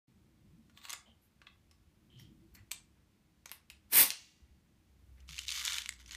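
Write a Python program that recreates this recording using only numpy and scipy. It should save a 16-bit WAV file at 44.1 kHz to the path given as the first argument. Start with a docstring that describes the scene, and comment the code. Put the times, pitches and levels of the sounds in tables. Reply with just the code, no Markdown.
"""Air gun and pellet bottle

An air gun is handled in a small workshop: its hollow body knocks, its brass fittings click, then the hose
coupling lets go with a short blast of compressed air and a clack, and nearby metal rings on. Close by, a
plastic bottle of pellets is picked up and tilted, so that the pellets slide and knock against its wall.
Under it all lie a low rumble, a hum and the hiss of the room."""
import sys
import numpy as np
from scipy import signal
from scipy.fft import rfft, irfft
from scipy.io import wavfile
from scipy.ndimage import uniform_filter1d

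SR = 44100
rng = np.random.default_rng(int(sys.argv[2]) if len(sys.argv) > 2 else 0)


def to_wav(s):
    """Save 16-bit WAV."""
    ch = np.atleast_2d(s).T  # columns
    pcm = np.round(np.clip(ch, -1, 1) * 32767)  # PCM
    wavfile.write(sys.argv[1], SR, pcm.astype(np.int16))


N = 271656
TIME = np.arange(N) / SR

# Envelope of the air leaving the coupling: time_s, jet_db, roar_db
BLAST_ENVELOPE = [(3.89, -85.5, -82), (3.91, -51.5, -59.5), (3.933, -24.5, -31), (3.96, -21, -30.5),
                  (3.995, -15, -24), (4.015, -17.5, -27), (4.05, -30, -36), (4.1, -45, -58.5)]
# Tone of the thin jet and of the emptying hose's roar: freq_hz, gain_db
JET_EQ = [(5000, -41.5), (7400, -22.5), (8100, -6), (8700, -8), (9700, -2), (10400, -9.5), (11500, -4),
          (12700, -1), (15300, -4)]
ROAR_EQ = [(40, -14.5), (100, -17), (240, -4.5), (380, -5.5), (500, -8), (880, -2), (1300, -4.5), (2200, 5),
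           (2900, -1), (4800, 0.5), (7000, -3), (10000, -20.5)]
# Early reflections off nearby surfaces: delay_ms, gain_db
ECHOES = [(1.7, -18), (4.3, -17), (7.1, -17.5), (11.9, -14.5), (14.6, -16.5)]
def air_blast():
    """Turbulent air escapes as the coupling opens; close echoes comb it."""
    jet = gain_of(-2) * noise(JET_EQ) * envelope(BLAST_ENVELOPE, column=1)
    roar = gain_of(-3) * noise(ROAR_EQ) * envelope(BLAST_ENVELOPE, column=2)
    air = (jet + roar) * flutter(depth_db=1.13, samples=200)
    out = air.copy()
    for delay_ms, db in ECHOES:
        add(out, delay_ms / 1000, gain_of(db) * air)
    return out


# Tone of the shaken tools and shelves: freq_hz, gain_db
SHIMMER_EQ = [(900, -25), (1900, -8), (2900, -2.5), (3700, -2.5), (4500, -3), (5200, -4.5), (5900, -1),
              (7000, -5.5), (8200, -11.5), (12000, -23)]
# Steel parts that sing on: pitch_hz, level_db, t60_s
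STEEL_MODES = [(1970, -19.5, 1.5), (2230, -12, .8), (2460, -10, 0.88), (2756, -12, .75), (2810, -4.5, .75),
               (3047, -12.5, 0.33), (4250, -0.5, .5), (4600, -3, 0.76), (4560, -2.5, .55),
               (5700, -10.5, .45)]
def ringing_metal(shimmer_t60_s=0.62):
    """At its peak the blast sets nearby metal ringing: a few clear modes in a dense shimmer."""
    out, t = np.zeros(N), np.arange(SR) / SR
    shimmer = noise(SHIMMER_EQ)[:SR] * gain_of(-39 - 60 * t / shimmer_t60_s)
    peak_s = max(BLAST_ENVELOPE, key=lambda row: row[1])[0]
    add(out, peak_s, shimmer + gain_of(-48) * ringing(STEEL_MODES, t))
    return out


# Collar, latch and plug: start_s, level_db, brightness_db, pitch_hz, extra_bass_db, decay_factor
COUPLING_CLICKS = [(2.1973, -55, -11, 5600, 2, 4.7), (2.5497, -53.5, 3, 7440, 7, 2.6),
                   (2.5538, -54.5, 4, 4400, 4, 3.1), (2.7115, -43, -4, 2370, -7, 5),
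                   (2.7158, -31, 1, 8100, -4.5, 1.7), (2.7184, -37, 0.5, 4340, 1.5, 2),
                   (3.4575, -47.5, 2, 2350, 11, 1.8), (3.4595, -43, -3, 6430, 15, 1.4),
                   (3.4942, -50.5, -4, 3580, 8, .8), (3.5161, -37.5, 12.5, 11800, 14, 0.44),
                   (3.5206, -47, -10, 2550, -6, .7), (3.7006, -44.5, -6.5, 2540, -16, 2.6),
                   (3.7054, -52, -7, 2720, 4, 1.1), (4.1043, -27, 0.5, 4250, -3, 2.2),
                   (4.117, -42, 10.5, 3120, 8, 0.87)]
# Attack of a hit on brass: bass_db, treble_db, top_db, base_decay_ms
BRASS_ATTACK = (-0.5, -0.5, -6, 0.62)
# Ring of the brass: pitch_hz, level_db, t60_s
BRASS_MODES = [(2120, 0, 0.1), (2170, -15, 0.1), (2480, 4.5, .11), (2480, -2.5, 0.12), (2823, -7, 0.076),
               (4270, 3, 0.1), (5300, -3, 0.12), (7160, -6, 0.066), (8800, 6, .06), (12500, 7, 0.086),
               (14390, -10, .05)]
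# Small fittings radiate little bass: freq_hz, gain_db
BRASS_EQ = [(300, -3), (800, -5.5), (1300, -7), (2100, 2), (3200, 0.5), (8000, -1.5), (11000, -2.5),
            (15000, 4)]
def hose_coupling():
    """The coupling's parts snap against each other and ring the brass."""
    clicks = strikes(COUPLING_CLICKS, BRASS_ATTACK, BRASS_MODES, ring_db=-13, deep_db=-19, tick_db=-2)
    return gain_of(-1.5) * coloured(clicks, BRASS_EQ)


# Knocks on the gun: start_s, level_db, brightness_db, pitch_hz
GUN_KNOCKS = [(0.6967, -62.5, 2, 1430), (0.7742, -49.5, -7, 3600), (0.8154, -55, -7, 3820),
              (0.8442, -55, -2, 4300), (0.8522, -43, -3, 4520), (0.8863, -47, 1, 2140),
              (0.8956, -38.5, 5, 6100), (0.9035, -36.5, 12, 6500), (0.9217, -44.5, -7, 3370),
              (0.93, -35, 16, 7100), (0.9345, -39, -9, 2110), (1.4167, -52, -12, 1630),
              (1.4694, -48, -25, 3370), (1.712, -58.5, 6, 5270)]
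# Attack of a hit on the gun: bass_db, treble_db, top_db, base_decay_ms
GUN_ATTACK = (-5.5, -7, -15, 3)
# Hollow ring of its body: pitch_hz, level_db, t60_s
GUN_MODES = [(724, -8.5, 0.077), (1028, 0, 0.064), (1141, 7, 0.1), (1580, -9, 0.034), (2050, 0, 0.082),
             (2140, -3, 0.22), (2500, -3, 0.092), (3370, 13, 0.018), (4130, 2.5, 0.066), (6800, -20, 0.067),
             (8000, -21, .12)]
def gun_knocks():
    """The gun's hollow body knocks and rings as it is lifted."""
    return gain_of(-2) * strikes(GUN_KNOCKS, GUN_ATTACK, GUN_MODES, ring_db=-7.5, deep_db=-30, tick_db=-4)


# Envelope of the drag: time_s, level_db
DRAG_ENVELOPE = [(.74, -79), (.78, -59), (.81, -75), (.84, -53), (.88, -59), (.93, -65.5), (.97, -65),
                 (1.03, -84)]
# Tone of the scrape: freq_hz, gain_db
SCRAPE_EQ = [(400, -40), (1000, -1), (3000, -5), (4400, -1.5), (5200, -17), (8000, -5), (10500, -25),
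             (14000, -9)]
def gun_drag():
    """As the gun is picked up, small slips scrape it and sound its hollow body."""
    slips = flutter(depth_db=3, samples=50)
    scrape = unit_rms(noise(SCRAPE_EQ) * slips)
    ring = ringing(GUN_MODES, np.arange(SR // 8) / SR)
    body = unit_rms(signal.oaconvolve(scrape, ring)[:N])
    return gain_of(-2.5) * unit_rms(scrape + gain_of(-7) * body) * envelope(DRAG_ENVELOPE)


# Hits on the bottle wall: start_s, level_db, brightness_db, pitch_hz
PELLET_KNOCKS = [(5.2036, -63, -5, 2910), (5.291, -46, 0, 1260), (5.296, -52, 8, 3270),
                 (5.3273, -56, 5, 3640), (5.3322, -48, -23, 3600), (5.3432, -48.5, -13, 2900),
                 (5.3809, -39, -22, 2720), (5.3877, -41, -15.5, 3120), (5.3906, -35.5, -4, 3040),
                 (5.4826, -33.5, 4, 3870), (5.491, -34, -9, 4020), (5.5042, -35.5, 2, 4100),
                 (5.516, -36, -5, 3190), (5.5217, -35.5, 0, 4500), (5.6514, -31, 12, 6740),
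                 (5.6602, -33.5, 3, 5560), (5.6745, -34, 5, 3680), (5.6788, -30.5, -24, 3370),
                 (5.7219, -33.5, -7, 3470), (5.732, -36, 15, 7300), (5.743, -34.5, -3, 3600),
                 (5.7834, -31, -7, 3900), (5.8193, -39.5, 3, 3500), (5.8594, -38, -2, 2230),
                 (5.8912, -30.5, 10, 2140), (5.9056, -52, 1, 1890), (5.925, -48, -9, 1870),
                 (5.9367, -55, 7, 5590), (6.0602, -53, -4, 5640), (6.0787, -56, 3, 6090),
                 (6.0918, -54, -11, 2320), (6.1101, -44, -7, 4320), (6.1196, -45.5, 7, 6750),
                 (6.1487, -41, 2.5, 1940)]
# Attack of a pellet: bass_db, treble_db, top_db, base_decay_ms
PELLET_ATTACK = (-17, 2, -13, 2.1)
# Short ring of the plastic: pitch_hz, level_db, t60_s
BOTTLE_MODES = [(1000, -16, 0.059), (2100, -0.5, 0.011), (2240, 5, 0.013), (3000, 7.5, 0.011),
                (3080, 2, 0.011), (3504, 5, 0.023), (3730, -2.5, 0.018), (4300, -13, 0.031),
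                (6170, 4.5, 0.01), (6840, 2, 0.0078)]
def pellet_knocks():
    """Single pellets strike the wall and ring the bottle."""
    knocks = strikes(PELLET_KNOCKS, PELLET_ATTACK, BOTTLE_MODES, ring_db=-10, deep_db=-59, tick_db=-2)
    return gain_of(-0.5) * knocks


# The heap shifts, pours, settles and starts back: time_s, level_db
SLIDE_ENVELOPE = [(5.275, -71.5), (5.298, -52.5), (5.355, -54), (5.39, -53), (5.45, -53.5), (5.57, -39),
                  (5.625, -42.5), (5.67, -39.5), (5.77, -40.5), (5.87, -57), (5.95, -71), (6.0, -59.5),
                  (6.06, -69.5), (6.135, -50), (6.16, -56)]
# Tone of the pellets in their bottle: freq_hz, gain_db
PELLET_EQ = [(180, -82), (300, -46.5), (756, -41), (922, -12.5), (1370, -4), (2170, -4.5), (2480, -8),
             (3570, -4), (4280, -2.5), (6900, -7), (10600, -15), (14300, -12.5), (15500, -23)]
def pellet_slide(tick_decay_s=0.00036, spots=24):
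    """Pellets collide more often the faster they slide; each tick also rings the bottle."""
    out, t = np.zeros(N), np.arange(SR // 30) / SR
    start_s = SLIDE_ENVELOPE[0][0]
    slide = envelope(SLIDE_ENVELOPE)[round(start_s * SR):]
    hits_per_s = 450 + 1400 * slide / slide.max()
    collides = rng.random(N)[-len(slide):] < hits_per_s / SR
    hardness = rng.exponential(1, N)[-len(slide):]  # many small collisions, a few hard ones
    spot = rng.integers(0, spots, N)[-len(slide):]  # each place in the bottle has its own tick
    strength = unit_rms(gain_of(1.5 * np.minimum(hardness, 3)))
    hits = strength * collides * np.sqrt(SR / hits_per_s) * slide
    for k in range(spots):
        burst = rng.standard_normal(len(t)) * np.exp(-t / tick_decay_s)
        tick = unit_energy(coloured(burst, PELLET_EQ))
        wall = gain_of(-2) * unit_energy(ringing(BOTTLE_MODES, t))
        add(out, start_s, signal.fftconvolve(hits * (spot == k), unit_energy(tick + wall)))
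    return out


# The hand damps the bottle's low ring: freq_hz, gain_db
GRIP_EQ = [(300, -11), (900, -5.5), (1500, -5.5), (2600, 2.5), (3500, 0), (6000, 1.5), (14000, 0.5)]
# The small bottle radiates little bass: freq_hz, gain_db
BOTTLE_EQ = [(250, -16.5), (600, -12.5), (900, -1.5), (1400, 0), (9000, 0), (15000, -3.5)]
def held_bottle(pellets, loosen_at_s=5.49, loosen_over_s=0.18):
    """The bottle sounds thin while it is gripped and fills out as the hand loosens."""
    loose = np.clip((TIME - loosen_at_s) / loosen_over_s, 0, 1)
    gripped = coloured(pellets, GRIP_EQ)
    return coloured(loose * pellets + (1 - loose) * gripped, BOTTLE_EQ)


# Strokes of the hand: start_s, length_s, level_db, centre_hz, width_hz
RUBS = [(1.055, 0.083, -66.5, 3110, 200), (1.06, 0.058, -72, 610, 300), (1.465, 0.027, -66, 3300, 1280),
        (2.1, 0.24, -68, 3120, 265), (2.17, 0.11, -70.5, 4540, 2500), (2.555, 0.074, -66, 2050, 700),
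        (2.95, 0.086, -82, 1390, 1200), (3.705, 0.075, -70, 2940, 1090), (5.17, 0.1, -74.5, 2100, 1178)]
def hand_rubs():
    """Hands rub on hose and fittings with a grainy friction."""
    return swishes(RUBS, grain_db=2.5)


# Wisps of air: start_s, length_s, level_db, centre_hz, width_hz
WISPS = [(1.215, 0.078, -75, 12100, 2200), (2.19, 0.05, -70, 13000, 3000), (2.54, 0.04, -65, 13700, 2960),
         (3.517, 0.062, -60, 12100, 1100)]
def air_leaks():
    """Air leaks at the coupling in smooth, high wisps."""
    return swishes(WISPS, grain_db=1)


# Low thuds: start_s, level_db, pitch_hz
BUMPS = [(0.437, -57, 197), (0.525, -51, 164), (0.578, -52, 228), (1.079, -58, 227), (1.089, -56, 73.5),
         (2.157, -45.5, 125), (2.217, -48.5, 113), (2.299, -53.5, 317), (2.428, -55, 329),
         (2.599, -51.5, 101), (4.42, -48.5, 65), (4.5, -50.5, 64.8), (5.295, -49.5, 153)]
def handling_bumps(rise_s=0.013):
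    """Handling makes dull, soft-edged bumps that swell and fade."""
    out, t = np.zeros(N), np.arange(SR // 4) / SR
    swell = t / rise_s * np.exp(1 - t / rise_s)
    for start_s, db, hz in BUMPS:
        add(out, start_s, gain_of(db - 5) * swell * np.sin(2 * np.pi * (hz * t + rng.random())))
    return out


# Decay of the room: freq_hz, t60_s
ROOM_DECAY = [(150, 0.054), (700, 0.38), (2500, 0.26), (5000, 0.26), (9000, 0.24), (14000, 0.063)]
def workshop_reverb(send, predelay_s=0.003, density=1 / 6):
    """Dense reflections from bench, floor and shelves; each band dies at its own speed."""
    size = SR * 3 // 4
    reflections = rng.standard_normal(size) * (rng.random(size) < density)
    reflections *= np.arange(size) / SR > predelay_s
    hz, t, bands = signal.stft(reflections, SR, nperseg=256)
    decay = gain_of(-60 * t / value_at(ROOM_DECAY, hz)[:, None])
    tail = signal.istft(bands * decay, SR, nperseg=256)[1]
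    return signal.oaconvolve(send, unit_energy(tail))[:N]


# Envelope of the rumble's two layers: time_s, deep_db, upper_db
RUMBLE_ENVELOPE = [(0.08, -76, -64), (0.11, -71, -66.5), (0.69, -67, -66), (0.86, -73, -73.5),
                   (1.97, -69, -70), (2.23, -65, -61.5), (2.64, -66.5, -68.5), (3.36, -74.5, -72),
                   (3.87, -69, -72), (3.94, -75, -64), (4.02, -56.5, -46.5), (4.14, -78, -76.5),
                   (4.53, -70, -70), (4.7, -72, -70.5), (4.92, -67.5, -73.5), (5.18, -62, -72),
                   (5.65, -70, -74.5), (6.16, -67, -68.5)]
# Tone of each layer: freq_hz, gain_db
DEEP_EQ = [(20, -28.5), (40, -13), (62, 5.5), (80, 5), (105, -10.5), (200, -41.5)]
UPPER_EQ = [(59, -28.5), (100, -5), (123, -3), (184, -4), (216, -1), (259, -11.5), (324, -6.5),
            (416, -24.5), (578, -29.5), (600, -33.5), (780, -63.5), (1320, -120)]
def rumble():
    """A low rumble rises and sinks with the handling and surges with the air blast."""
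    deep = gain_of(-1) * noise(DEEP_EQ) * envelope(RUMBLE_ENVELOPE, column=1)
    upper = gain_of(-1.5) * noise(UPPER_EQ) * envelope(RUMBLE_ENVELOPE, column=2)
    return deep + upper


# Envelope of the hum: time_s, level_db
HUM_ENVELOPE = [(4.9, -68), (5.13, -59.5), (5.28, -55.5), (5.5, -61.5), (6.16, -60.5)]
def hum(pitch_hz=63.5, waver_hz=1.23):
    """A wavering hum near the bottle swells, then settles."""
    hz = pitch_hz + waver_hz * wander(samples=8000)
    swell = gain_of(-1) * envelope(HUM_ENVELOPE) * flutter(depth_db=1, samples=7000)
    return swell * unit_rms(np.sin(2 * np.pi * np.cumsum(hz) / SR))


# Tone of the room's hiss: freq_hz, gain_db
HISS_EQ = [(240, -29), (400, -2), (419, -6), (633, -7.5), (715, -7.5), (1690, -10.5), (1910, -10),
           (2090, -9.5), (3910, -13), (15500, -23)]
def room_hiss():
    """A faint, steady hiss fills the room."""
    return gain_of(-78.5) * noise(HISS_EQ)


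# Centres of a contact's bass, mids, treble and top: freq_hz
BANDS_HZ = [1050, 2700, 6600, 12200]
def impact(attack, deep_db, tick_db, level_db, bright_db, pitch_hz, extra_bass_db=0, decay_factor=1):
    """A hard contact: a noisy crack and a pitched tick that die within milliseconds."""
    bass, treble, top, base_decay_ms = attack  # band gains are relative to the mids
    bass, treble, top = bass + extra_bass_db, treble + 0.77 * bright_db, top + bright_db
    # Harder contacts are shorter: the decay time halves for every 26 dB above a medium hit.
    decay_ms = base_decay_ms * decay_factor * 2 ** ((-45 - level_db) / 26)
    t = np.arange(SR // 9) / SR
    fade = np.exp(-t * 1000 / max(decay_ms, 0.1))
    eq = [(200, bass + deep_db), (600, bass - 10), *zip(BANDS_HZ, [bass, 0, treble, top]),
          (17000, top - 7)]
    crack = unit_energy(coloured(rng.standard_normal(len(t)) * fade, eq))
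    tick = gain_of(tick_db) * unit_energy(np.sin(2 * np.pi * pitch_hz * t) * fade)
    return gain_of(level_db) * unit_energy(crack + tick) * np.sqrt(0.0034 * SR)  # rms over 3.4 ms


def strikes(rows, attack, modes, ring_db, deep_db, tick_db):
    """Each contact also sets the modes of the struck object ringing."""
    out, t = np.zeros(N), np.arange(SR // 4) / SR
    for start_s, *blow in rows:
        contact = impact(attack, deep_db, tick_db, *blow)
        ring = gain_of(ring_db) * np.linalg.norm(contact) * unit_energy(ringing(modes, t))
        add(out, start_s, contact)
        add(out, start_s, ring)
    return out


def ringing(modes, t):
    """Sum of dying modes, each struck with its own random strength."""
    hz, db, t60 = np.transpose(modes)[:, :, None]
    strength = rng.uniform(0.7, 1.3, hz.shape) * rng.choice([-1, 1], hz.shape)
    return (strength * gain_of(db - 60 * t / t60) * np.sin(2 * np.pi * hz * t)).sum(0)


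def swishes(rows, grain_db):
    """Short swells of grainy noise in one resonance: quick to rise, slower to fade."""
    out = np.zeros(N)
    for start_s, length_s, db, centre_hz, width_hz in rows:
        size = max(round(length_s * SR), 200)
        grains = gain_of(grain_db * wander(samples=70, length=size)) * rng.standard_normal(size)
        detune = (np.fft.rfftfreq(size, 1 / SR) - centre_hz) / (width_hz / 2)
        band = irfft(rfft(grains) / (1 + detune ** 2) ** 0.63, size)
        swell = np.sin(np.pi * np.sqrt(np.linspace(0, 1, size)))
        add(out, start_s, gain_of(db) * unit_rms(band) * swell)
    return out


def coloured(x, eq):
    """Causal filter with the given spectrum, so attacks stay sharp."""
    log_gain = np.log(gain_of(value_at(eq, abs(np.fft.fftfreq(2048, 1 / SR)))))
    minimum_phase = np.exp(np.conj(signal.hilbert(log_gain)))
    taps = np.fft.ifft(minimum_phase).real
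    return signal.fftconvolve(x, taps[:len(taps) // 2])[:len(x)]


def noise(eq):
    """Steady noise of rms 1 with the given spectrum."""
    return unit_rms(coloured(rng.standard_normal(N), eq))


def wander(samples, length=N):
    """Random drift of rms 1, smoothed over the given samples."""
    return unit_rms(uniform_filter1d(rng.standard_normal(length), samples))


def flutter(depth_db, samples):
    """A gain that swells and sinks at random."""
    return gain_of(depth_db * wander(samples))


def envelope(rows, column=1):
    """Amplitude over time from one dB column of a curve; silent outside it."""
    rows = np.asarray(rows)
    return gain_of(np.interp(TIME, rows[:, 0], rows[:, column], left=-140, right=-140))


def value_at(curve, hz):
    """Reads a curve on a log-frequency axis."""
    freqs, values = np.transpose(curve)
    return np.interp(np.log(hz + 1), np.log(freqs + 1), values)


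def add(mix, start_s, sound):
    """Mixes a sound in at its start time."""
    part = mix[max(round(start_s * SR), 0):][:len(sound)]
    part += sound[:len(part)]


def gain_of(db):
    """Decibels to amplitude."""
    return 10 ** (np.asarray(db) / 20)


def unit_rms(x):
    """Scales to rms 1."""
    return x / np.sqrt(np.mean(x ** 2) + 1e-20)


def unit_energy(x):
    """Scales to energy 1."""
    return x / np.linalg.norm(x)


def scene():
    """The gun is at arm's length; the bottle is closer and drier."""
    gun = gun_knocks() + hose_coupling()
    knocks = pellet_knocks()
    gun += gun_drag() + hand_rubs() + air_leaks()
    air = air_blast()
    bottle = held_bottle(knocks + pellet_slide())
    room = workshop_reverb(gain_of(-7.5) * gun + gain_of(-10) * air + gain_of(-14.5) * bottle)
    foreground = gun + air + ringing_metal() + bottle + handling_bumps()
    return (foreground + room + rumble() + hum() + room_hiss())[None]


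def record(dry, silence_s=0.072, fade_s=0.01, cutoff_hz=15450):
    """The sound opens after a moment of silence, with its highest treble cut off."""
    fade_in = np.clip((TIME - silence_s) / fade_s, 0, 1)
    low_pass = signal.firwin(601, cutoff_hz, window=("kaiser", 9), fs=SR)
    return signal.oaconvolve(dry * fade_in, low_pass[None], "same")


dry = scene()
out = record(dry)
to_wav(out)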